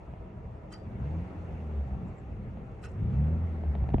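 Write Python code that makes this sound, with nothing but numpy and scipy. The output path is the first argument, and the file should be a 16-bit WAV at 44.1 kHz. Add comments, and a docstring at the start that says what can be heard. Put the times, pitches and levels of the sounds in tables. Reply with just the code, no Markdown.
"""On a steel swing bridge at night, as it turns. An engine revs up twice and runs down, its exhaust
booming at multiples of the firing rate over a thudding rumble, humming and whirring gear and far traffic.
Metal rasps twice as quick slips excite its resonances, the first time with a thin ring, and friction
gives two faint squeaks. Small contacts tick, mostly towards the end, where one dull knock sounds
close to the microphone; both ring briefly in damped modes."""
import sys
import numpy as np
from scipy import signal
from scipy.io import wavfile

SR = 44100
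rng = np.random.default_rng(int(sys.argv[2]) if len(sys.argv) > 2 else 0)


def digitize_waveform(pressure):
    """Quantize a signal to 16-bit integers and store it at the path in sys.argv[1].

    Rows of a 2-D input are taken as channels; values are limited to [-1, 1].
    """
    field = np.atleast_2d(pressure).T
    bounded = np.clip(field, -1, 1)
    quanta = np.round(bounded * 32767).astype(np.int16)
    wavfile.write(sys.argv[1], SR, quanta)


N = 176400
T = np.arange(N) / SR

# coherence of the noise at the two microphones: (frequency [Hz], correlation [-])
COHERENCE = [(30, 1), (70, 0.88), (160, 1), (350, 0.94), (700, 0.39), (1400, 0.1), (2800, 0.24),
             (5500, 0.18), (9000, 0.92)]

# engine speed through the two revs: (time [s], firing rate [Hz])
FIRING_RATE = [(0, 40.06), (.85, 41.87), (.95, 54.2), (1.03, 67.1), (1.12, 78.06), (1.25, 90.95),
               (1.45, 84.2), (1.62, 77.95), (1.8, 70.96), (2.1, 55.26), (2.45, 43.62), (2.9, 43.8),
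               (3.02, 52.9), (3.12, 62.06), (3.2, 71.93), (3.33, 81.8), (3.43, 84.7), (3.58, 78.6),
               (3.8, 70.13), (4, 65.04)]
# exhaust fundamental: (time [s], level [dB])
BOOM_LEVEL = [(0, -59), (.95, -57.5), (1.08, -36.5), (1.17, -33.5), (1.3, -51.5), (1.47, -42), (1.66, -38),
              (1.81, -27.5), (1.88, -40), (2.15, -54.5), (3.05, -52.5), (3.17, -26), (3.33, -29),
              (3.53, -35.5), (3.72, -29.5), (3.8, -30.5), (4, -27.5)]
# third exhaust order: (time [s], level [dB])
THIRD_ORDER_LEVEL = [(0, -71), (.8, -69), (1.05, -52.5), (1.4, -60), (1.66, -50), (1.83, -53.5),
                     (1.94, -45.5), (2.05, -52), (2.2, -62), (2.86, -64), (3.03, -41.5), (3.25, -43),
                     (3.5, -54.5), (3.8, -55.5), (4, -40)]
# envelope of the orders around the octave, strongest under throttle: (time [s], level [dB])
OVERTONE_LEVEL = [(0, -70), (.8, -55.5), (1.03, -36.5), (1.19, -37), (1.32, -54), (1.53, -44.5),
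                  (1.7, -44.5), (1.85, -49.5), (2.06, -44.5), (2.2, -55), (2.86, -51), (3.02, -32),
                  (3.17, -29), (3.28, -30), (3.42, -38), (3.549, -50), (3.8, -46), (4, -37.5)]
# orders under that envelope: (multiple of the firing rate [-], relative level [dB])
OVERTONES = [(1.5, -11), (2, -1), (2.5, -16)]

# rumble envelope: (time [s], level [dB])
RUMBLE_LEVEL = [(0, -48.5), (.22, -45), (.47, -44.5), (.56, -47), (.8, -47), (.92, -38.5), (1.14, -39.5),
                (1.32, -43.5), (1.6, -43.5), (1.87, -44), (1.97, -39.5), (2.06, -35), (2.16, -44),
                (2.38, -43), (2.56, -38), (2.68, -45), (2.88, -42), (3.04, -32), (3.2, -36), (3.5, -37),
                (4, -34.5)]
# rumble spectrum: (frequency [Hz], relative density [dB])
RUMBLE_SPECTRUM = [(20, -29), (33, -18.5), (48, -2.5), (72, 4.5), (98, -4.5), (125, -0.5), (165, -6),
                   (210, -5.5), (270, -19), (450, -33)]
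# road and machinery envelope: (time [s], level [dB])
ROAR_LEVEL = [(0, -53), (.15, -53), (.3, -54), (.82, -52.5), (1.02, -47.5), (1.4, -48.5), (2.0, -50),
              (2.25, -52), (2.85, -51.5), (3.2, -46), (3.45, -47.5), (3.65, -48), (4, -48)]
# road and machinery spectrum: (frequency [Hz], relative density [dB])
ROAR_SPECTRUM = [(150, -3.5), (270, -4.5), (340, -3.5), (440, 2.5), (550, -7), (720, -4.5), (900, -11),
                 (1100, -17), (1350, -12), (1650, -22.5), (2100, -19.5), (2750, -29), (3500, -36),
                 (5000, -44.5), (7500, -46), (9200, -61.5), (12000, -44.5), (14000, -67)]
# tyre noise envelope: (time [s], level [dB])
HISS_LEVEL = [(0, -73.5), (.85, -77.5), (1.15, -68), (1.7, -69.5), (2.2, -72), (2.85, -76), (3.2, -76),
              (4, -74.5)]
# tyre noise spectrum: (frequency [Hz], relative density [dB])
HISS_SPECTRUM = [(1200, -1.5), (1800, 0.5), (2600, 3), (3300, -12.5), (4900, -17.5), (6200, -14.5),
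                 (7800, -20.5), (9000, -34)]
# machinery tones: (frequency [Hz], level [dB])
HUM_TONES = [(115, -58), (195, -59.5), (315, -62), (774, -69.5)]
# resonances of the turning gear: (frequency [Hz], bandwidth [Hz], initial level [dB])
GEAR_MODES = [(647, 51, -57.5), (960, 82, -63.5), (1262, 41, -74.5)]

# light contacts: (time [s], ring gain [dB], crack gain [dB])
TICKS = [(.137, -37, -62), (2.572, -38.5, -58), (3.637, -30.5, -57), (3.665, -39.5, -62.5),
         (3.752, -29.5, -46), (3.841, -33, -56), (3.8898, -31.5, -48.5), (3.903, -34.5, -53.5),
         (3.9385, -28.5, -45.5), (3.9427, -18, -45), (3.9825, -28, -48)]
# their resonances: (frequency [Hz], relative level [dB], T60 [s])
TICK_MODES = [(429, -10.5, 0.03), (681, 0.5, .016), (860, -12, 0.013)]
# deep bumps in the rumble: (time [s], gain [dB])
THUDS = [(0.199, -34), (.363, -37.5), (.452, -35.5), (1.918, -28.5), (3.022, -23.5), (3.822, -19)]
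# their resonances: (frequency [Hz], relative level [dB], T60 [s])
THUD_MODES = [(68, 1.5, .16), (114, -5, 0.05)]
# slips that make up the two rasps: (time [s], friction level [dB], ring gain [dB])
SLIPS = [(0.7283, -52.5, -55), (0.741, -54.5, -56), (2.8415, -54, -53), (2.849, -51.5, -55),
         (2.858, -56, -54)]
# friction spectrum: (frequency [Hz], relative density [dB])
RASP_SPECTRUM = [(700, -13), (1400, 2), (2700, -7.5), (3700, -17), (5300, -9), (8200, -12), (9500, -24.5),
                 (11500, -20.5), (14000, -38.5)]
# rubbed metal: (frequency [Hz], bandwidth [Hz], gain in first rasp [dB], gain in second rasp [dB])
METAL_MODES = [(1267, 90, -2.5, -6), (1484, 90, -7, -5), (1895, 120, -7, -6.5), (2670, 260, -23, -6.5),
               (3115, 130, -8.5, -17.5), (4040, 120, -17.5, -17), (5460, 320, -12.5, -15.5)]
# friction squeaks: (time [s], level [dB])
SQUEAKS = [(2.083, -79.5), (2.186, -73.5)]
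# resonances of the close knock: (frequency [Hz], relative level [dB], T60 [s])
KNOCK_MODES = [(71.5, 4, 0.11), (126, -1.5, 0.06), (230, 0.5, 0.031), (334, -4, 0.021), (712, -3, 0.016)]

RUMBLE_LAG_S = .00029   # rumble and thuds reach the left microphone first
CUTOFF_HZ = 13700


def from_db(db):
    """Amplitude grows tenfold for every 20 dB."""
    return np.exp(np.asarray(db) * np.log(10) / 20)


def rms_one(x):
    """Normalisation to unit mean power."""
    return x / np.sqrt(np.mean(x ** 2) + 1e-20)


def in_time(curve):
    """Linear interpolation of a curve at every sample."""
    return np.interp(T, *np.transpose(curve))


def at_hz(spectrum, hz):
    """Interpolation on a logarithmic frequency axis."""
    frequencies, values = np.transpose(spectrum)
    return np.interp(np.log(hz), np.log(frequencies), values)


def drift(rate_hz):
    """Low-passed noise gives a slow random modulation of rms 1."""
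    step, settle = 40, 2000   # samples per control point; control points for the filter to settle
    pole = np.exp(-2 * np.pi * rate_hz * step / SR)
    white = rng.standard_normal(N // step + settle + 2)
    slow = signal.lfilter([1], [1, -2 * pole, pole * pole], white)[settle:]
    return np.interp(np.arange(N) / step, np.arange(len(slow)), rms_one(slow))


def band(x, low_hz, high_hz, order=2):
    """Butterworth band-pass filtering."""
    return signal.sosfilt(signal.butter(order, [low_hz, high_hz], "band", fs=SR, output="sos"), x)


def resonance(hz, width_hz, shape=N):
    """A randomly driven resonance yields narrow-band noise; rms 1."""
    return rms_one(band(rng.standard_normal(shape), hz - width_hz / 2, hz + width_hz / 2))


def pan(db):
    """Direction by level difference: positive favours the left."""
    return from_db(np.array([[db], [-db]]) / 2)


def lagged(x, lag_s):
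    """Direction by arrival time: a positive lag delays the right channel, a negative one advances it."""
    left, right = np.broadcast_to(x, (2, N))
    return np.array([left, np.interp(T - lag_s, T, right)])


def noise(spectrum, flicker_db, flicker_hz):
    """Partly coherent stereo noise in independently modulated third-octave bands; rms 1."""
    edges = 22 * 2 ** (np.arange(29) / 3)
    out, white = 0, rng.standard_normal((2, 2, N + SR // 2))
    for k, (low, high) in enumerate(zip(edges, edges[1:])):
        if high < spectrum[0][0] or low > spectrum[-1][0]:
            continue
        mid, side = band(white[k % 2], low, high, order=3)[:, -N:]
        hz = np.sqrt(low * high)
        alike = at_hz(COHERENCE, hz)
        gain = from_db(at_hz(spectrum, hz) + flicker_db * drift(flicker_hz))
        out = out + gain * (np.sqrt(1 + alike) * mid + np.sqrt(1 - alike) * side * [[1], [-1]])
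    return rms_one(out)


def decay(start_s, t60_s):
    """Exponential damping: a fall of 60 dB in each T60."""
    return (T >= start_s) * from_db(-60 * np.maximum(T - start_s, 0) / t60_s)


def swell(peak_s, rise_s, fall_s):
    """Exponential growth to a peak, then exponential decay."""
    return np.exp(np.minimum(T - peak_s, 0) / rise_s - np.maximum(T - peak_s, 0) / fall_s)


def power_sum(envelopes):
    """Incoherent sounds add in power."""
    return np.linalg.norm(envelopes, axis=0)


def struck(start_s, modes):
    """Free vibration after an impact is a sum of damped sinusoids."""
    out, ringing = np.zeros(N), (T >= start_s) & (T < start_s + .5)
    age = T[ringing] - start_s
    for hz, db, t60_s in modes:
        out[ringing] += from_db(db - 60 * age / t60_s) * np.sin(2 * np.pi * hz * age)
    return out


def engine(jitter=.01, flutter_db=1.5):
    """Periodic firing radiates exhaust orders whose pitch rises and falls with engine speed."""
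    firing_hz = in_time(FIRING_RATE) * (1 + jitter * drift(15.7))
    phase = 2 * np.pi * np.cumsum(firing_hz) / SR
    orders = [(1, in_time(BOOM_LEVEL)), (3, in_time(THIRD_ORDER_LEVEL))]
    orders += [(order, in_time(OVERTONE_LEVEL) + db) for order, db in OVERTONES]
    exhaust = 0
    for order, db in orders:
        amplitude = np.sqrt(2) * from_db(db + flutter_db * drift(9.6))
        exhaust += amplitude * np.sin(order * phase + 2 * np.pi * rng.random())
    return lagged(exhaust, .00028)


def rumble():
    """Amplitude modulation makes low noise throb; it swells as the engine pulls."""
    envelope = from_db(in_time(RUMBLE_LEVEL) + 1.4 * drift(7.4))
    return lagged(envelope * noise(RUMBLE_SPECTRUM, flicker_db=2.5, flicker_hz=9), RUMBLE_LAG_S)


def roar():
    """Traffic and machinery superpose into a wide wash of broadband noise."""
    envelope = from_db(in_time(ROAR_LEVEL))
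    return pan(db=1) * envelope * noise(ROAR_SPECTRUM, flicker_db=1.94, flicker_hz=14)


def tyre_hiss():
    """Rolling noise from far tyres arrives as a faint hiss."""
    return from_db(in_time(HISS_LEVEL)) * noise(HISS_SPECTRUM, flicker_db=1.5, flicker_hz=12)


def machine_hum(waver_db=3.5, wander=.00765):
    """Periodic machine vibration gives faint tones, modulated in level and frequency."""
    out = 0
    for hz, db in HUM_TONES:
        amplitude = np.sqrt(2) * from_db(db + waver_db * drift(4))
        phase = 2 * np.pi * hz * np.cumsum(1 + wander * drift(10.3)) / SR
        out += amplitude * np.sin(phase)
    return out


def gear_whir(fade_db_per_s=3):
    """Random excitation of the turning gear's resonances gives a rough whir, slowly receding."""
    whir = sum(from_db(db) * resonance(hz, width, (2, N)) for hz, width, db in GEAR_MODES)
    return whir * from_db(-fade_db_per_s * T)


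def ticks(crack_band_hz=(1290, 3020), crack_t60_s=.012):
    """Light impacts radiate a broad, dull crack and a short, hollow modal ring."""
    white = rng.standard_normal(N)
    white /= np.std(band(white, *crack_band_hz, order=3))   # unit power within the band
    bursts = white * sum(from_db(db) * decay(s, crack_t60_s) for s, _, db in TICKS)
    cracks = band(bursts, *crack_band_hz, order=3)
    cracks = band(cracks, 500, 5500, order=4)   # steeper skirts
    rings = sum(from_db(db) * struck(s, TICK_MODES) for s, db, _ in TICKS)
    return cracks + lagged(band(rings, 130, 1060, order=3), -.00026)


def thuds():
    """Soft impacts excite only low modes."""
    bumps = sum(from_db(db) * struck(s, THUD_MODES) for s, db in THUDS)
    return lagged(band(bumps, 40, 250), RUMBLE_LAG_S)


def rasps(rise_s=.0079, friction_fall_s=.0049, ring_fall_s=.016, tail_db=-16, tail_t60_s=.42):
    """Stick-slip friction spits bright noise and rings the metal, leaving a diffuse outdoor tail."""
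    friction = noise(RASP_SPECTRUM, flicker_db=4, flicker_hz=60)
    rings = [resonance(hz, width) for hz, width, *_ in METAL_MODES]
    echoes = [resonance(hz, 2 * width, (2, N)) for hz, width, *_ in METAL_MODES]
    _, _, first_db, second_db = np.transpose(METAL_MODES)
    out = 0
    for slips, modes_db in (SLIPS[:2], first_db), (SLIPS[2:], second_db):
        rub = power_sum([from_db(db) * swell(s, rise_s, friction_fall_s) for s, db, _ in slips])
        ringing = power_sum([from_db(db) * swell(s, rise_s, ring_fall_s) for s, _, db in slips])
        tail = power_sum([from_db(db + tail_db) * decay(s, tail_t60_s) for s, db, _ in slips])
        out += np.hypot(rub, tail) * friction
        for db, ring, echo in zip(modes_db, rings, echoes):
            out += from_db(db) * (ringing * ring + tail * echo)
    return out


def steel_ring(peak_s=.737, hz=4690, gain_db=-48.5, rise_s=.0055, tail_db=-17):
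    """Resonance: the first rasp drives one high steel mode, which decays into a diffuse tail."""
    build_up = np.exp(np.minimum(T - peak_s, 0) / rise_s)
    envelope = np.where(T < peak_s, build_up, decay(peak_s, t60_s=.094))
    direct = pan(db=2.5) * lagged(envelope * np.sin(2 * np.pi * hz * T), .00005)
    tail = from_db(tail_db) * decay(peak_s, t60_s=.36) * resonance(hz, width_hz=160, shape=(2, N))
    return from_db(gain_db) * (direct + tail)


def squeaks():
    """Friction briefly excites a high, narrow resonance."""
    envelope = sum(from_db(db) * swell(s, rise_s=.012, fall_s=.012) for s, db in SQUEAKS)
    return envelope * resonance(hz=7457, width_hz=570)


def knock(start_s=3.9448, gain_db=-15.5):
    """A soft, heavy impact close by puts its energy into low, quickly damped modes."""
    bump = band(struck(start_s, KNOCK_MODES), 42, 835, order=3)
    return lagged(from_db(gain_db) * bump, -.00042)


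def scene():
    """Superposition: the pressures of all sources add at the microphones."""
    steady = engine() + rumble() + roar() + tyre_hiss() + machine_hum() + gear_whir()
    return steady + ticks() + thuds() + rasps() + steel_ring() + squeaks() + knock()


def record(dry):
    """Band limiting: a steep low-pass removes the highest treble."""
    return signal.sosfilt(signal.cheby2(12, 70, CUTOFF_HZ, fs=SR, output="sos"), dry)


dry = scene()
out = record(dry)
digitize_waveform(out)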